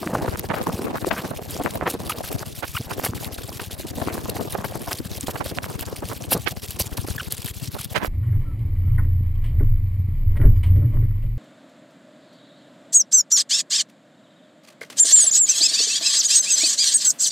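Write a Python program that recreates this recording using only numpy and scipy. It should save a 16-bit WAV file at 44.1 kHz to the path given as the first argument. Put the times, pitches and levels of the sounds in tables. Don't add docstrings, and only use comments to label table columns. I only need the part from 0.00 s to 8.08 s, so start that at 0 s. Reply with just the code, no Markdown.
import sys
import numpy as np
from scipy import signal
from scipy.io import wavfile
from scipy.ndimage import uniform_filter1d

SR = 44100
rng = np.random.default_rng(int(sys.argv[2]) if len(sys.argv) > 2 else 0)


def log_audio(samples):
    frames = np.atleast_2d(samples).T
    limited = np.clip(frames, -1, 1)
    pcm = np.round(limited * 32767).astype(np.int16)
    wavfile.write(sys.argv[1], SR, pcm)


N = 356314

THUDS_PER_S = 17.2
# time in seconds, lag in seconds.
THUD_LAG = [(0, 0.057), (1.65, 0.023), (2.35, 0.037), (2.8, 0.017), (3.85, 0.015), (4.15, 0.0018),
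            (5.85, 0.0014), (7.1, 0.0097), (8.08, 0.014)]


def from_db(db):
    return 10 ** (np.asarray(db) / 20)


def rms_one(x):
    return x / np.sqrt(np.mean(x ** 2) + 1e-20)


def along(curve, s):
    return np.interp(s, *np.transpose(curve))


def at_hz(points, hz):
    points_hz, points_db = np.transpose(points)
    return np.interp(np.log(hz), np.log(points_hz), points_db)


def panned(pan_db):
    return rms_one(from_db(np.array([[pan_db], [-pan_db]]) / 2))


def stereo(pair, alike):
    side = np.sqrt(1 - alike) * pair[1]
    return np.sqrt(1 + alike) * pair[0] + side * np.array([[1], [-1]])


def drift(rate_hz):
    step, settle = 20, 2000
    keep = np.exp(-2 * np.pi * rate_hz * step / SR)
    noise = rng.standard_normal(N // step + settle + 2)
    slow = signal.lfilter([1], [1, -2 * keep, keep ** 2], noise)[settle:]
    return np.interp(np.arange(N) / step, np.arange(len(slow)), rms_one(slow))


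def grains(per_s, spread_db):
    sizes = from_db(spread_db * np.minimum(rng.exponential(1, (2, N)), 4))
    signs = rng.choice([-1, 1], (2, N))
    struck = rng.random((2, N)) < per_s / SR
    return rms_one(sizes * signs * struck)


def snapping(per_s, spread_db, decay_s):
    keep = np.exp(-2 / (decay_s * SR))
    strikes = grains(per_s, spread_db)[0] ** 2
    return rms_one(np.sqrt(signal.lfilter([1], [1, -keep], strikes + 1e-18)))


def band(x, low_hz, high_hz):
    sos = signal.butter(2, [low_hz, high_hz], "band", fs=SR, output="sos")
    return signal.sosfilt(sos, x + 1e-18)


def coloured(draws, colour, alike, patchy_db, flicker_hz, count=14):
    out = 0
    edges = np.geomspace(colour[0][0], colour[-1][0], count + 1)
    for k, (low, high) in enumerate(zip(edges, edges[1:])):
        centre_db = at_hz(colour, np.sqrt(low * high))
        gain = from_db(centre_db + patchy_db * drift(flicker_hz))
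        out = out + gain * band(draws[k % 2], low, high)
    return rms_one(stereo(out, alike))


def evened(x, span_s):
    size = int(span_s * SR)
    power = uniform_filter1d(uniform_filter1d(np.mean(x ** 2, axis=0), size), size)
    return x / np.sqrt(np.abs(power) + 1e-9)


def swell(s, half_s, skew=0):
    at = np.arange(max(int((s - 5 * half_s) * SR), 0), min(int((s + 5 * half_s) * SR), N))
    since = at / SR - s
    width_s = half_s * (1 + skew * np.sign(since))
    return at, np.exp(-.5 * (since / width_s) ** 2)


def strokes(rows, skew=0):
    power = np.zeros(N)
    for s, level_db, half_s in rows:
        at, force = swell(s, half_s, skew)
        power[at] += (from_db(level_db) * force) ** 2
    return np.sqrt(power)


def beats(per_s, lag):
    even = np.arange(-2, per_s * N / SR + 1) / per_s
    return even + along(lag, even)


def thuds(thud_hz=104, spread_octaves=0.2015, half_s=0.0062, sink_per_s=31.86,
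          octave_db=-8.5, level_db=-2.0, pan_db=11.0, uneven_db=2.1):
    # time in seconds, level in dB before the shared trim and unevenness.
    thud_level = [(0, -45), (.25, -19), (.5, -33.5), (1.2, -31), (2.4, -30), (3.4, -28), (5.9, -27.5),
                  (7.1, -27.5), (8.08, -24.5)]
    # time in seconds, level in dB before the same.
    heavy_thuds = [(0.289, -23), (0.746, -17.5), (1.029, -21.5), (2.353, -21), (2.755, -18), (2.806, -17.5),
                   (3.097, -19), (6.812, -15), (6.994, -18), (7.108, -17.5)]
    out = np.zeros((2, N))
    rows = [(s, along(thud_level, s)) for s in beats(THUDS_PER_S, THUD_LAG)] + heavy_thuds
    for s, db in rows:
        at, force = swell(s, half_s, skew=0.15)
        peak_hz = thud_hz * 2 ** (spread_octaves * rng.standard_normal())
        hz = peak_hz * np.exp(-sink_per_s * (at / SR - s))
        phase = 2 * np.pi * (np.cumsum(hz) / SR + rng.random((2, 1)))
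        thud = np.sin(phase) + from_db(octave_db) * force * np.cos(2 * phase)
        gain = from_db(db + level_db + uneven_db * rng.standard_normal())
        out[:, at] += gain * force * np.sqrt(2) * thud
    return out * panned(pan_db)


def swishes(attack_s=0.0023, release_s=0.0022, sag_db=3, stir_db=-56.5):
    # start in seconds, length in seconds, starting level in dB
    sweeps = [(0.0, 0.12, -41.5), (0.137, 0.026, -36.5), (0.22, 0.025, -37), (0.27, 0.072, -44),
              (0.369, 0.029, -39.5), (0.441, 0.029, -41.5), (0.536, 0.055, -41), (0.616, 0.082, -46),
              (0.72, 0.082, -38.5), (0.814, 0.051, -40), (0.955, 0.073, -42.5), (1.059, 0.037, -36),
              (1.124, 0.11, -39.5), (1.25, 0.067, -42.5), (1.348, 0.037, -39.5), (1.416, 0.054, -42),
              (1.484, 0.12, -37.5), (1.614, 0.068, -42), (1.688, 0.097, -43), (1.872, 0.079, -36.5),
              (1.995, 0.05, -43.5), (2.048, 0.091, -39), (2.162, 0.056, -39.5), (2.23, 0.067, -35.5),
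              (2.31, 0.053, -38.5), (2.381, 0.052, -38), (2.456, 0.077, -41.5), (2.551, 0.06, -37),
              (2.624, 0.12, -40.5), (2.747, 0.041, -33.5), (2.797, 0.069, -42.5), (2.898, 0.056, -39),
              (2.972, 0.14, -41), (3.148, 0.037, -38), (3.192, 0.087, -37.5), (3.319, 0.041, -38.5),
              (3.374, 0.075, -40), (3.456, 0.054, -41.5), (3.524, 0.058, -38.5), (3.594, 0.089, -40.5),
              (3.709, 0.042, -37.5), (3.782, 0.07, -41.5), (3.868, 0.043, -37.5), (3.951, 0.15, -42),
              (4.12, 0.14, -41.5), (4.266, 0.054, -43), (4.345, 0.044, -37.5), (4.405, 0.09, -42),
              (4.498, 0.052, -37.5), (4.572, 0.045, -42.5), (4.637, 0.087, -41), (4.734, 0.045, -38.5),
              (4.792, 0.075, -43.5), (4.87, 0.07, -40), (4.951, 0.052, -38), (5.038, 0.041, -40),
              (5.099, 0.086, -38.5), (5.2, 0.044, -39.5), (5.264, 0.056, -35), (5.34, 0.075, -42),
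              (5.442, 0.073, -35.5), (5.543, 0.047, -43), (5.625, 0.038, -39), (5.682, 0.084, -42.5),
              (5.79, 0.043, -35.5), (5.852, 0.095, -45), (5.958, 0.049, -40.5), (6.042, 0.14, -41),
              (6.208, 0.056, -42.5), (6.291, 0.093, -39), (6.393, 0.064, -42.5), (6.477, 0.05, -36.5),
              (6.561, 0.043, -44), (6.621, 0.041, -35.5), (6.675, 0.094, -41.5), (6.79, 0.088, -36.5),
              (6.905, 0.044, -40.5), (6.974, 0.079, -41), (7.068, 0.1, -38), (7.178, 0.11, -41.5),
              (7.308, 0.047, -35), (7.365, 0.073, -40.1), (7.446, 0.07, -33.5), (7.539, 0.087, -42),
              (7.623, 0.067, -38), (7.71, 0.071, -42), (7.783, 0.076, -36), (7.902, 0.036, -39),
              (7.953, 0.037, -39.5), (8.028, 0.051, -40)]
    power = np.full(N, from_db(stir_db) ** 2)
    for start, length_s, level_db in sweeps:
        first = max(int((start - length_s / 2) * SR), 0)
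        at = np.arange(first, min(int((start + 2 * length_s) * SR), N))
        since = at / SR - start
        bite = (1 + np.tanh(since / attack_s / 2)) / 2
        clear = (1 + np.tanh((length_s - since) / release_s / 2)) / 2
        sagging = from_db(level_db - sag_db * since / length_s)
        power[at] += (bite * clear * sagging) ** 2
    return np.sqrt(power)


def stem_ticks(per_s=11, spread_db=3.0, decay_s=0.0014, width_ratio=1.324, count=12):
    out = 0
    for hz in np.geomspace(1500, 11500, count):
        hiss = band(rng.standard_normal(N), hz, hz * width_ratio)
        out = out + snapping(per_s, spread_db, decay_s) * hiss
    return rms_one(out)


def grass(level_db=1.0, clump_db=2.0, snap_share=0.48, tick_db=-5.0, whip_db=-27.5):
    # frequency in Hz, level in dB.
    stem_colour = [(300, 3), (1200, -3.5), (2000, -1), (2900, 4.5), (4800, 4), (6800, -0.5), (8700, 1.5),
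                   (11500, 0), (13500, 4), (16000, -9.5)]
    # peak time in seconds, level in dB before the clumps,
    # half length in seconds before the skew.
    whips = [(0.39, -33, 0.004), (1.707, -32.5, 0.0036), (1.905, -24.5, 0.0052), (2.098, -26, 0.0066),
             (3.046, -25, 0.014), (3.0615, -26, 0.00072), (4.2965, -24.5, 0.0022), (4.648, -31, 0.004),
             (4.918, -25.5, 0.0077), (6.317, -17, 0.011), (6.708, -31, 0.0035), (6.8, -22, 0.0096),
             (6.973, -26.5, 0.0041), (7.324, -25, 0.0031)]
    noise = rng.standard_normal((2, 2, N))
    crackle = coloured(noise, stem_colour, alike=0.96, patchy_db=3.0, flicker_hz=55, count=24)
    crackle = crackle + from_db(tick_db) * stem_ticks()
    sizzle = rms_one(band(rng.standard_normal(N), low_hz=9900, high_hz=13500))
    force = np.hypot(from_db(level_db) * swishes(), strokes(whips, skew=0.47))
    whipped = .8 * force ** 2 / (force ** 2 + from_db(whip_db) ** 2)
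    sound = np.sqrt(1 - whipped) * crackle + np.sqrt(whipped) * sizzle
    snaps = snapping(per_s=570, spread_db=3.5, decay_s=0.002)
    clumps = np.sqrt(1 - snap_share + snap_share * snaps ** 2)
    return force * sound * clumps * from_db(clump_db * drift(64))


def clothing(level_db=2.5, catch_db=4.5, jolt_db=6.0, jolt_half_s=0.013):
    # frequency in Hz, level in dB.
    cloth_colour = [(40, -41), (120, -1), (250, 1), (500, -2.5), (850, -8.5), (1400, -16.5), (2500, -26),
                    (5000, -32.5), (15000, -35.5)]
    # time in seconds, level in dB before the jolts and the trim.
    effort = [(0, -34), (.2, -29.5), (.43, -41), (.58, -32.5), (1.15, -34.5), (1.45, -42), (1.65, -36.5),
              (2.36, -39), (2.7, -58), (2.98, -38), (3.74, -48.5), (4.03, -34.5), (5.15, -45),
              (5.52, -40.5), (6.4, -45), (6.65, -50), (7.1, -44), (7.5, -56.5), (7.87, -54), (8.03, -38)]
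    slips = [grains(per_s=750, spread_db=4.5) for _ in range(2)]
    rustle = coloured(slips, cloth_colour, alike=0.34, patchy_db=4.5, flicker_hz=17.7)
    rustle = rustle * from_db(catch_db * drift(46))
    jolts = strokes([(s, 0, jolt_half_s) for s in beats(THUDS_PER_S, THUD_LAG)])
    effort_db = along(effort, np.arange(N) / SR) + jolt_db * jolts
    return from_db(effort_db + level_db) * evened(rustle, span_s=0.11)


def rubs(edge_ratio=9.9, muffle_ratio=2.4):
    # peak time in seconds, level in dB, half length in seconds
    # before the skew, upper band edge in Hz, left over right in dB.
    drags = [(0.032, -22.5, 0.004, 905, 5), (0.136, -20, 0.007, 710, 0), (0.155, -20, 0.0053, 1090, 0),
             (0.215, -28, 0.015, 740, -6), (0.283, -20.5, 0.0045, 960, -2), (0.509, -21, 0.0088, 1340, -12),
             (0.541, -21.5, 0.004, 1550, 0), (0.577, -27.5, 0.017, 1480, 20),
             (0.874, -24.5, 0.0056, 1110, 21), (1.113, -16.5, 0.0043, 1890, 19),
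             (1.13, -27.5, 0.014, 1390, 2), (1.182, -27.5, 0.017, 2000, -8), (1.314, -23, 0.0044, 755, -15),
             (1.609, -23, 0.0081, 650, 1), (1.671, -23, 0.006, 1200, 9), (1.827, -22.5, 0.0083, 910, -3),
             (1.872, -16, 0.0086, 1400, 0), (2.635, -23.5, 0.0083, 1800, -19),
             (2.913, -26, 0.0077, 1340, -8), (3.042, -24, 0.0045, 1710, 3), (3.065, -20.5, 0.0032, 1720, 0),
             (3.599, -25, 0.0024, 2210, -1), (4.024, -20.5, 0.0054, 530, 14),
             (4.368, -28.5, 0.0052, 1310, -5), (4.405, -23, 0.0093, 705, 14),
             (4.552, -19, 0.0043, 990, -10), (4.648, -23.5, 0.0061, 1320, 7), (4.758, -24, 0.0043, 830, 7),
             (4.881, -29.5, 0.008, 910, 0), (4.917, -22.5, 0.005, 1690, 8), (5.292, -25.5, 0.0046, 855, -3),
             (5.36, -24, 0.0034, 1460, -11), (5.412, -23, 0.0081, 1320, -30),
             (5.829, -31.5, 0.0051, 1590, -22), (6.033, -27, 0.0059, 775, 0),
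             (6.118, -27, 0.0064, 1160, -7), (6.322, -18, 0.0051, 1050, 1), (6.359, -19.5, 0.013, 633, 4),
             (6.473, -17.5, 0.0075, 2600, -32), (6.803, -25.5, 0.0069, 736, 0),
             (6.984, -26.5, 0.0039, 860, 1), (7.086, -27, 0.0034, 685, -4),
             (7.755, -29.5, 0.0094, 830, -13), (7.964, -16.5, 0.01, 2350, -21),
             (8.033, -27, 0.023, 1500, -34)]
    out = np.zeros((2, N))
    slips = stereo(grains(per_s=2600, spread_db=4.0), alike=0.73)
    for s, peak_db, half_s, top_hz, pan_db in drags:
        at, force = swell(s, half_s, skew=0.17)
        muffle = signal.butter(2, top_hz * muffle_ratio, fs=SR)
        dull = signal.lfilter(*muffle, band(slips[:, at], top_hz / edge_ratio, top_hz))
        burst = force * dull
        energy = np.sum(burst ** 2, axis=1, keepdims=True) + 1e-12
        burst = burst * np.sqrt(np.sum(force ** 2) / energy)
        out[:, at] += from_db(peak_db) * burst * panned(pan_db)
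    return out


def knocks(level_db=-5.5, waver=0.42, rise_cycles=0.4, ring_cycles=0.65):
    # time in seconds, peak in dB before the shared trim,
    # pitch in Hz before the waver, left over right in dB.
    fold_snaps = [(0.0746, -5, 1520, 0), (0.1531, 0, 557, 0), (0.2143, -9, 560, 0), (0.3583, -9, 1160, -27),
                  (0.5014, -7, 1350, -16), (0.5183, -6, 860, 15), (0.584, -14, 1050, -2),
                  (0.6701, -12, 594, 16), (0.6983, -8, 890, 0), (1.0464, -3, 1070, 14),
                  (1.109, -8, 1310, 15), (1.1133, -5, 1000, 12), (1.566, -12, 674, 0),
                  (1.6618, 1, 1020, 15), (1.8118, -5.5, 620, -13), (1.871, -21, 1190, 0),
                  (2.9971, -5.5, 810, -26), (3.135, -13.5, 760, 10), (4.0847, -2, 1210, 23),
                  (5.2835, -4.5, 730, -11), (5.5863, -0.5, 1490, -26), (5.6427, -7.5, 1440, -16),
                  (6.4749, -20, 1870, -25), (7.965, -7, 1690, -22), (8.0478, -1.5, 1040, -27)]
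    out = np.zeros((2, N))
    unsteady = 1 + waver * drift(460)
    for s, peak_db, hz, pan_db in fold_snaps:
        at, _ = swell(s, 1 / hz)
        cycles = (at / SR - s) * hz
        fade = np.where(cycles < 0, (cycles / rise_cycles) ** 2, cycles / ring_cycles)
        ring = np.exp(-fade) * np.cos(2 * np.pi * cycles * unsteady[at])
        out[:, at] += from_db(peak_db + level_db) * ring * panned(pan_db)
    return out


def squeaks(bend=0.34, rough=0.34, grip=0.6, sag_per_s=15.2, waver=0.087, overtone_db=-24.0):
    # peak time in seconds, level in dB, half length of the force in seconds,
    # pitch at the peak in Hz before the waver, octave against the fundamental in dB.
    squeals = [(2.103, -21.5, 0.0064, 1297, -13), (2.122, -32, 0.0032, 1430, 5),
               (2.753, -28, 0.0037, 1280, -6), (2.772, -24, 0.0055, 1385, 0.5),
               (7.184, -27, 0.0032, 1770, -13), (7.205, -28, 0.0061, 1515, -2.5),
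               (7.79, -35, 0.005, 1456, -17)]
    out = np.zeros(N)
    grit = 1 + rough * drift(170)
    unsteady = 1 + waver * drift(1000)
    for s, level_db, half_s, top_hz, octave_db in squeals:
        at, force = swell(s, half_s)
        sag = np.exp(-sag_per_s * (at / SR - s))
        hz = top_hz * force ** bend * sag * unsteady[at]
        phase = 2 * np.pi * np.cumsum(hz) / SR
        upper = from_db(overtone_db) * (np.sin(3 * phase) + np.sin(4 * phase))
        tone = np.sin(phase) + from_db(octave_db) * (np.sin(2 * phase) + upper)
        gripping = force ** 6 / (force ** 6 + grip ** 6)
        out[at] += from_db(level_db) * gripping * grit[at] * np.sqrt(2) * tone
    return out


def night_air(level_db=-43.5):
    # frequency in Hz, level in dB.
    air_colour = [(25, 7), (100, 24), (1000, -11), (16000, -33)]
    noise = rng.standard_normal((2, 2, N))
    air = coloured(noise, air_colour, alike=0.044, patchy_db=3.0, flicker_hz=6.8)
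    return from_db(level_db) * air


def narrowed(x, centre_db=-1.0):
    # middle of the moment in seconds, half length of its bell curve in seconds.
    moments = [(0.123, 0.083), (0.774, 0.029), (1.185, 0.04), (1.91, 0.036), (2.119, 0.024), (2.791, 0.034),
               (3.075, 0.032), (4.937, 0.024), (6.348, 0.03), (6.818, 0.017), (7.223, 0.019),
               (7.825, 0.022)]
    bells = strokes([(s, 0, half_s) for s, half_s in moments])
    closed = np.clip(2 * bells ** 2, 0, 1)
    mid = np.mean(x, axis=0)
    return mid * from_db(centre_db * closed) + (x - mid) * (1 - closed)


def scene():
    close_by = thuds() + grass() + clothing() + rubs() + knocks() + squeaks()
    return narrowed(close_by + night_air())


def record(dry, cutoff_hz=15950):
    low_pass = signal.ellip(12, .2, 80, cutoff_hz, fs=SR, output="sos")
    return signal.sosfilt(low_pass, np.tanh(dry))


dry = scene()
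out = record(dry)
log_audio(out)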